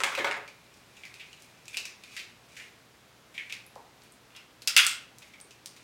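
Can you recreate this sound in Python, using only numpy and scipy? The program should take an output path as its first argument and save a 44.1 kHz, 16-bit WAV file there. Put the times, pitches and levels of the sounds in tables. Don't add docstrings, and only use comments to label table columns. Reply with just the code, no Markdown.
import sys
import numpy as np
from scipy import signal
from scipy.fft import rfft, irfft
from scipy.io import wavfile
from scipy.ndimage import uniform_filter1d, minimum_filter1d

SR = 44100
rng = np.random.default_rng(int(sys.argv[2]) if len(sys.argv) > 2 else 0)


def persist_wave(psi):
    counts = np.round(np.clip(psi, -1, 1) * 32767).astype(np.int16)
    wavfile.write(sys.argv[1], SR, np.atleast_2d(counts).T)


N = 257103
TAPS = 4096
HZ = np.fft.rfftfreq(TAPS, 1 / SR)

# frequency in Hz, gain in dB.
SNAP_SPECTRUM = [(100, -21.5), (400, -8.5), (900, -11.5), (1400, -8), (2200, -1.5), (3000, -2), (3700, 2.5),
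                 (5200, 2), (7000, 0.5), (10000, -5.5), (16000, -16)]


def amp(db):
    return 10 ** (np.asarray(db) / 20)


def read(points, hz):
    f, value = np.transpose(points)
    return np.interp(np.log(hz + 1), np.log(f + 1), value)


def evened(x):
    return x / np.sqrt(np.mean(x ** 2) + 1e-20)


def add(mix, start_s, sound):
    start = max(round(start_s * SR), 0)
    part = mix[start:][:len(sound)]
    part += sound[:len(part)]


def causal(gain):
    cepstrum = irfft(np.log(np.maximum(gain, 1e-5)))
    cepstrum[1:TAPS // 2] *= 2
    cepstrum[TAPS // 2 + 1:] = 0
    return irfft(np.exp(rfft(cepstrum)))


def colour(points):
    return causal(amp(read(points, HZ)))


def peak(hz, width_hz):
    return HZ * width_hz / np.hypot(HZ ** 2 - hz ** 2, HZ * width_hz)


def body(modes):
    power = sum((amp(db) * peak(hz, width_hz)) ** 2 for hz, width_hz, db in modes)
    return causal(np.sqrt(power))


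def shard(points, hz, rel_width, lift):
    return causal(amp(read(points, HZ)) * (1 + lift * peak(hz, rel_width * hz) ** 2))


def fractures(crumble_ms, per_s=2600, follow_per_ms=0.52, burst_ms=0.57, spread_db=4, even_hz=140):
    t_ms = 1000 * np.arange(TAPS) / SR
    crumble_ms = max(crumble_ms, 0.3)
    burst = rng.standard_normal(TAPS) * np.exp(-t_ms / burst_ms)
    sizes = rng.choice([-1, 1], TAPS) * amp(spread_db * rng.standard_normal(TAPS))
    breaks = sizes * (rng.random(TAPS) < per_s / SR)
    run = breaks * np.sqrt(t_ms) * np.exp(-t_ms / crumble_ms)
    force = evened(burst) + follow_per_ms * crumble_ms * evened(run)
    power = uniform_filter1d(abs(rfft(force)) ** 2, max(round(even_hz / HZ[1]), 1))
    whitener = causal(np.sqrt(power.mean() / power))
    return signal.fftconvolve(force, whitener)[:TAPS]


def struck(force, response, db):
    sound = signal.fftconvolve(force, response)
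    return amp(db) * sound / np.linalg.norm(sound) * np.sqrt(SR / 100)


def room(x, tail_db=0, build_ms=4, near_db=-5, near_ms=5, first_per_s=3500, crowd_ms=40):
    # frequency in Hz, gain in dB.
    tail_spectrum = [(100, 11.5), (500, 4), (1500, 8), (3000, 1), (5000, 3), (9000, 3), (16000, 2)]
    # frequency in Hz, time to fall by 60 dB in s.
    decay_times = [(200, 0.45), (700, 0.46), (2500, 0.41), (5000, 0.37), (9000, 0.27), (15000, 0.27)]
    # delay in ms, level in dB.
    echoes = [(3.8, -19), (10.6, -20), (16.5, -17.5)]
    size = SR // 2
    t_ms = 1000 * np.arange(size) / SR

    chance = np.minimum(first_per_s / SR * (1 + (t_ms / crowd_ms) ** 2), 1)
    hits = rng.random(size) < chance
    reflections = rng.standard_normal(size) * hits / np.sqrt(chance)
    hz, t, z = signal.stft(reflections, SR, nperseg=256)
    decay_db = 60 * t / read(decay_times, hz)[:, None]
    z = z * amp(read(tail_spectrum, hz)[:, None] - decay_db)
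    tail = signal.istft(z, SR, nperseg=256)[1][:size] * (1 - np.exp(-t_ms / build_ms))

    near = rng.standard_normal(size) * np.sqrt(t_ms) * np.exp(-t_ms / near_ms)
    response = amp(tail_db) * tail / np.linalg.norm(tail) + amp(near_db) * near / np.linalg.norm(near)
    for delay_ms, db in echoes:
        add(response, delay_ms / 1000, amp(db) * signal.windows.hann(5))
    return signal.fftconvolve(x, response)


def background(hiss_db=-58.5):
    # frequency in Hz, relative level in dB.
    hiss_spectrum = [(15, -48), (25, -28), (45, -18), (130, -7), (260, -8.5), (600, -11.5), (1350, -13.5),
                     (3920, -18.5), (16000, -33)]
    # frequency in Hz, rms level in dB.
    hum_partials = [(60, -79.5), (119.5, -72.5)]
    gain = amp(read(hiss_spectrum, np.fft.rfftfreq(N, 1 / SR)))
    hiss = irfft(rfft(rng.standard_normal(N)) * gain, N)
    t = np.arange(N) / SR
    hum = sum(amp(db) * np.sqrt(2) * np.sin(2 * np.pi * (hz * t + rng.random()))
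              for hz, db in hum_partials)
    return amp(hiss_db) * evened(hiss) + hum


def effort(ease_ratio=0.85):
    # hardest moment in s, effort in dB,
    # time constant of the swell in s (easing off takes ease_ratio times as long).
    squeezes = [(.15, -46.5, 0.095), (1.03, -68, 0.055), (1.28, -61, 0.75), (1.745, -44, 0.017),
                (2.155, -49.5, 0.063), (2.59, -52.5, 0.068), (3.46, -61.5, 0.15), (4.04, -60, 0.038),
                (4.32, -67, 0.075), (5.27, -61.5, 0.091), (5.81, -61, 0.069)]
    t = np.arange(N) / SR
    return sum(amp(db) * np.exp(-np.maximum(s - t, (t - s) / ease_ratio) / swell_s)
               for s, db, swell_s in squeezes)


def handling(per_s=1400, size_step_db=-1.5, ring_hz=2450, ring_width_hz=600, ring_db=14,
             trim_db=-4, room_db=2):
    sizes = amp(size_step_db * np.minimum(rng.exponential(1, N), 3))
    grains = rng.standard_normal(N) * sizes * (rng.random(N) < per_s / SR)
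    ring = amp(ring_db) * peak(ring_hz, ring_width_hz) ** 2
    shell = causal(amp(read(SNAP_SPECTRUM, HZ)) * (1 + ring))
    crackle = evened(signal.oaconvolve(grains, shell)[:N])
    yield 0, crackle * effort() * amp(trim_db), room_db


def splinters(max_per_s=12, full_db=-59, level_db=-65, spread_db=2, snap_hz=6500, crumble_ms=2,
              room_db=0):
    chance = max_per_s / SR * np.minimum(effort() / amp(full_db), 1) ** 2
    sizes = amp(level_db + spread_db * rng.standard_normal(N)) * (rng.random(N) < chance)
    shell = shard(SNAP_SPECTRUM, snap_hz, rel_width=0.8, lift=0.6)
    tick = struck(fractures(crumble_ms), shell, 0)
    yield 0, signal.oaconvolve(sizes, tick)[:N], room_db


def knocks(thud_trim_db=-1, platter_trim_db=-2, click_trim_db=-2, thud_rel_width=0.71, room_db=1):
    # start in s, thud level in dB, thud frequency in Hz, platter level in dB,
    # click level in dB, scrape time constant in ms; levels before the trims.
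    landings = [(.0035, -34.5, 1520, -39.5, -34.5, 1.35), (0.0357, -34, 930, -29.5, -26, 0.91),
                (0.117, -40, 1390, -39, -55, 4.5), (.176, -39.5, 520, -32.5, -43, 3.6),
                (.188, -35, 2500, -34.5, -51, 2.5), (.198, -39.5, 424, -42, -51, 1.3),
                (.245, -27.5, 1064, -27, -37.5, 2.5), (.27, -35.5, 2150, -49, -50, 6.9),
                (0.3125, -34.5, 2130, -47, -40, 0.98), (.367, -46, 525, -43, -67, 3.3)]
    # frequency in Hz, width in Hz, level in dB.
    platter_modes = [(420, 74, -0.5), (553, 38, 6), (750, 130, -26), (1070, 150, 0.5), (1300, 170, -3),
                     (1670, 150, 0), (2130, 185, 5), (3330, 270, -4)]
    # frequency in Hz, gain in dB.
    click_spectrum = [(100, -20), (350, 2), (1500, 2), (3000, 9), (5000, 0.5), (8500, -1), (11000, -11.5),
                      (16000, -25)]
    platter, hard = body(platter_modes), colour(click_spectrum)
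    for s, thud_db, thud_hz, platter_db, click_db, scrape_ms in landings:
        shell = causal(peak(thud_hz, thud_rel_width * thud_hz) ** 2)
        thud = struck(fractures(scrape_ms), shell, thud_db + thud_trim_db)
        ring = struck(fractures(scrape_ms), platter, platter_db + platter_trim_db)
        click = struck(fractures(scrape_ms), hard, click_db + click_trim_db)
        yield s, thud + ring + click, room_db


def cracks(low_hz=1500, ring_stretch=0.73, snap_stretch=0.62, overtone=1.44, overtone_db=-12,
           ring_room_db=0, snap_room_db=-1):
    # start in s, ring level in dB, ring frequency in Hz, width of its resonance in Hz
    # (before squaring), snap level in dB, snap frequency in Hz, crumble time in ms (before the stretches).
    splits = [(0.151, -34, 2560, 650, -41.5, 3600, 2.9), (0.4774, -49.5, 2400, 500, -53.5, 4500, 6.2),
              (0.9673, -53.5, 2510, 500, -58.5, 7000, 6.6), (1.0352, -46, 2290, 510, -60, 4140, 3.5),
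              (1.052, -51, 2050, 500, -52.5, 4940, 6.6), (1.1413, -49.5, 2550, 500, -53, 4530, 3),
              (1.1972, -43.5, 2430, 810, -57, 3600, 15), (1.3302, -52, 2830, 500, -58, 6900, 1.5),
              (1.656, -61, 2420, 500, -56.5, 6000, 1.5), (1.6813, -48.5, 2550, 400, -47, 7500, 1.7),
              (1.744, -38.5, 2430, 380, -66, 6540, 2.3), (1.77, -33, 2660, 380, -33.5, 4770, 5),
              (1.8538, -45, 2360, 900, -41, 5600, 4.5), (2.0368, -51.5, 2540, 500, -52, 4170, 3.6),
              (2.166, -39.5, 2200, 1090, -42.5, 4500, 8), (2.193, -42, 2570, 1100, -48, 4530, 6.9),
              (2.5667, -45.5, 2010, 900, -50.5, 6900, 10), (2.5992, -45.5, 2210, 1000, -56, 3650, 8.7),
              (3.3417, -47.5, 2320, 500, -54, 3670, 15), (3.379, -35, 2220, 630, -52, 3200, 4.2),
              (3.498, -41.5, 2310, 700, -51, 3640, 7.6), (3.5245, -38.5, 2520, 780, -42.5, 4700, 3),
              (5.2193, -53, 2330, 900, -56, 3500, 12), (5.3367, -52, 2220, 500, -62, 3500, 4.5),
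              (5.508, -55, 2700, 500, -55.5, 6000, 4.7), (5.764, -58.5, 2420, 900, -55, 3500, 7.4)]
    low_cut = signal.butter(2, low_hz, "high", fs=SR, output="sos")
    for s, ring_db, ring_hz, width_hz, snap_db, snap_hz, crumble_ms in splits:
        notes = peak(ring_hz, width_hz) ** 2
        notes = notes + amp(overtone_db) * peak(overtone * ring_hz, width_hz) ** 2
        leg = signal.sosfilt(low_cut, causal(notes))
        ring_force = fractures(ring_stretch * crumble_ms, follow_per_ms=0.31)
        yield s, struck(ring_force, leg, ring_db), ring_room_db
        edge = shard(SNAP_SPECTRUM, snap_hz, rel_width=0.23, lift=0.94)
        snap_force = fractures(snap_stretch * crumble_ms, burst_ms=0.95)
        yield s, struck(snap_force, edge, snap_db), snap_room_db


def smacks(trim_db=-1, film_ms=0.8, room_db=-2):
    # start in s, level in dB (before the trim), centre in Hz,
    # width of the resonance in Hz (before squaring).
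    bursts = [(1.423, -55.5, 6600, 6900), (1.434, -63, 9250, 600), (3.6652, -56, 11000, 1810),
              (3.756, -58, 4900, 6000), (3.76, -46, 845, 332), (3.762, -51, 516, 220),
              (4.02, -60, 4630, 3000), (4.036, -62, 9000, 9000), (4.122, -57.5, 8750, 4000),
              (5.1851, -51.5, 6600, 7000), (5.402, -54, 5000, 6000), (5.4127, -48.5, 8770, 1000),
              (5.447, -57, 410, 81), (5.6598, -41.5, 4860, 6020), (5.6598, -49.5, 8800, 695)]
    for s, db, hz, width_hz in bursts:
        force = fractures(film_ms, burst_ms=0.21)
        pocket = causal(peak(hz, width_hz) ** 2)
        yield s, struck(force, pocket, db + trim_db), room_db


def bites(crunch_trim_db=-1, snap_trim_db=-1, low_hz=1120, high_hz=5000, crunch_room_db=1.5,
          snap_room_db=-3):
    # start in s, crunch level in dB, snap level in dB, snap frequency in Hz,
    # crumble time constant in ms; levels before the trims.
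    # The rows at 4.776 s and 4.782 s are echoes of the loudest bite, made like the bites.
    bites_and_echoes = [(4.305, -63, -70, 3200, 3), (4.35, -49, -72, 3200, 7.5),
                        (4.364, -49, -50.5, 5130, 3), (4.62, -60, -46.5, 4250, 3.8),
                        (4.6747, -30.5, -21.5, 5080, 2.9), (4.7651, -14, -15, 4900, 0.85),
                        (4.766, -25, -22, 9900, 0.39), (4.776, -18.5, -18, 3400, 0.4),
                        (4.782, -21, -30, 3400, 1.8), (4.849, -43, -34.5, 9000, .7),
                        (4.866, -30.5, -22.5, 8230, 1.7)]
    # frequency in Hz, width in Hz, level in dB.
    mouth_modes = [(1392, 134, -7.5), (2110, 120, -4), (2746, 320, 3), (3320, 270, -0.5)]
    # frequency in Hz, gain in dB.
    bite_spectrum = [(60, -25), (300, -17), (900, -6.5), (1400, -31), (2200, 5), (3800, 11), (6200, 9.5),
                     (9000, 7), (11500, 3), (16000, -5.5)]
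    low_cut = signal.butter(4, low_hz, "high", fs=SR, output="sos")
    high_cut = signal.butter(1, high_hz, "low", fs=SR, output="sos")
    mouth = signal.sosfilt(high_cut, signal.sosfilt(low_cut, body(mouth_modes)))
    for s, crunch_db, snap_db, snap_hz, crumble_ms in bites_and_echoes:
        crunch_force = fractures(crumble_ms, follow_per_ms=0.29)
        yield s, struck(crunch_force, mouth, crunch_db + crunch_trim_db), crunch_room_db
        edge = shard(bite_spectrum, snap_hz, rel_width=0.17, lift=1.6)
        snap_force = fractures(crumble_ms, follow_per_ms=0.43, burst_ms=0.51)
        yield s, struck(snap_force, edge, snap_db + snap_trim_db), snap_room_db


def scene():
    mix = background()
    for source in (handling(), splinters(), knocks(), cracks(), smacks(), bites()):
        for start_s, sound, room_db in source:
            add(mix, start_s, sound)
            add(mix, start_s, amp(room_db) * room(sound))
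    return mix[None]


def record(dry, ceiling=0.78, edge_hz=16400):
    allowed = np.minimum(1, ceiling / (abs(dry) + 1e-9))
    gain = uniform_filter1d(minimum_filter1d(allowed, size=41), size=41)
    low_pass = signal.firwin(511, edge_hz, window=("kaiser", 9), fs=SR)
    return signal.oaconvolve(dry * gain, low_pass[None], "same")


dry = scene()
out = record(dry)
persist_wave(out)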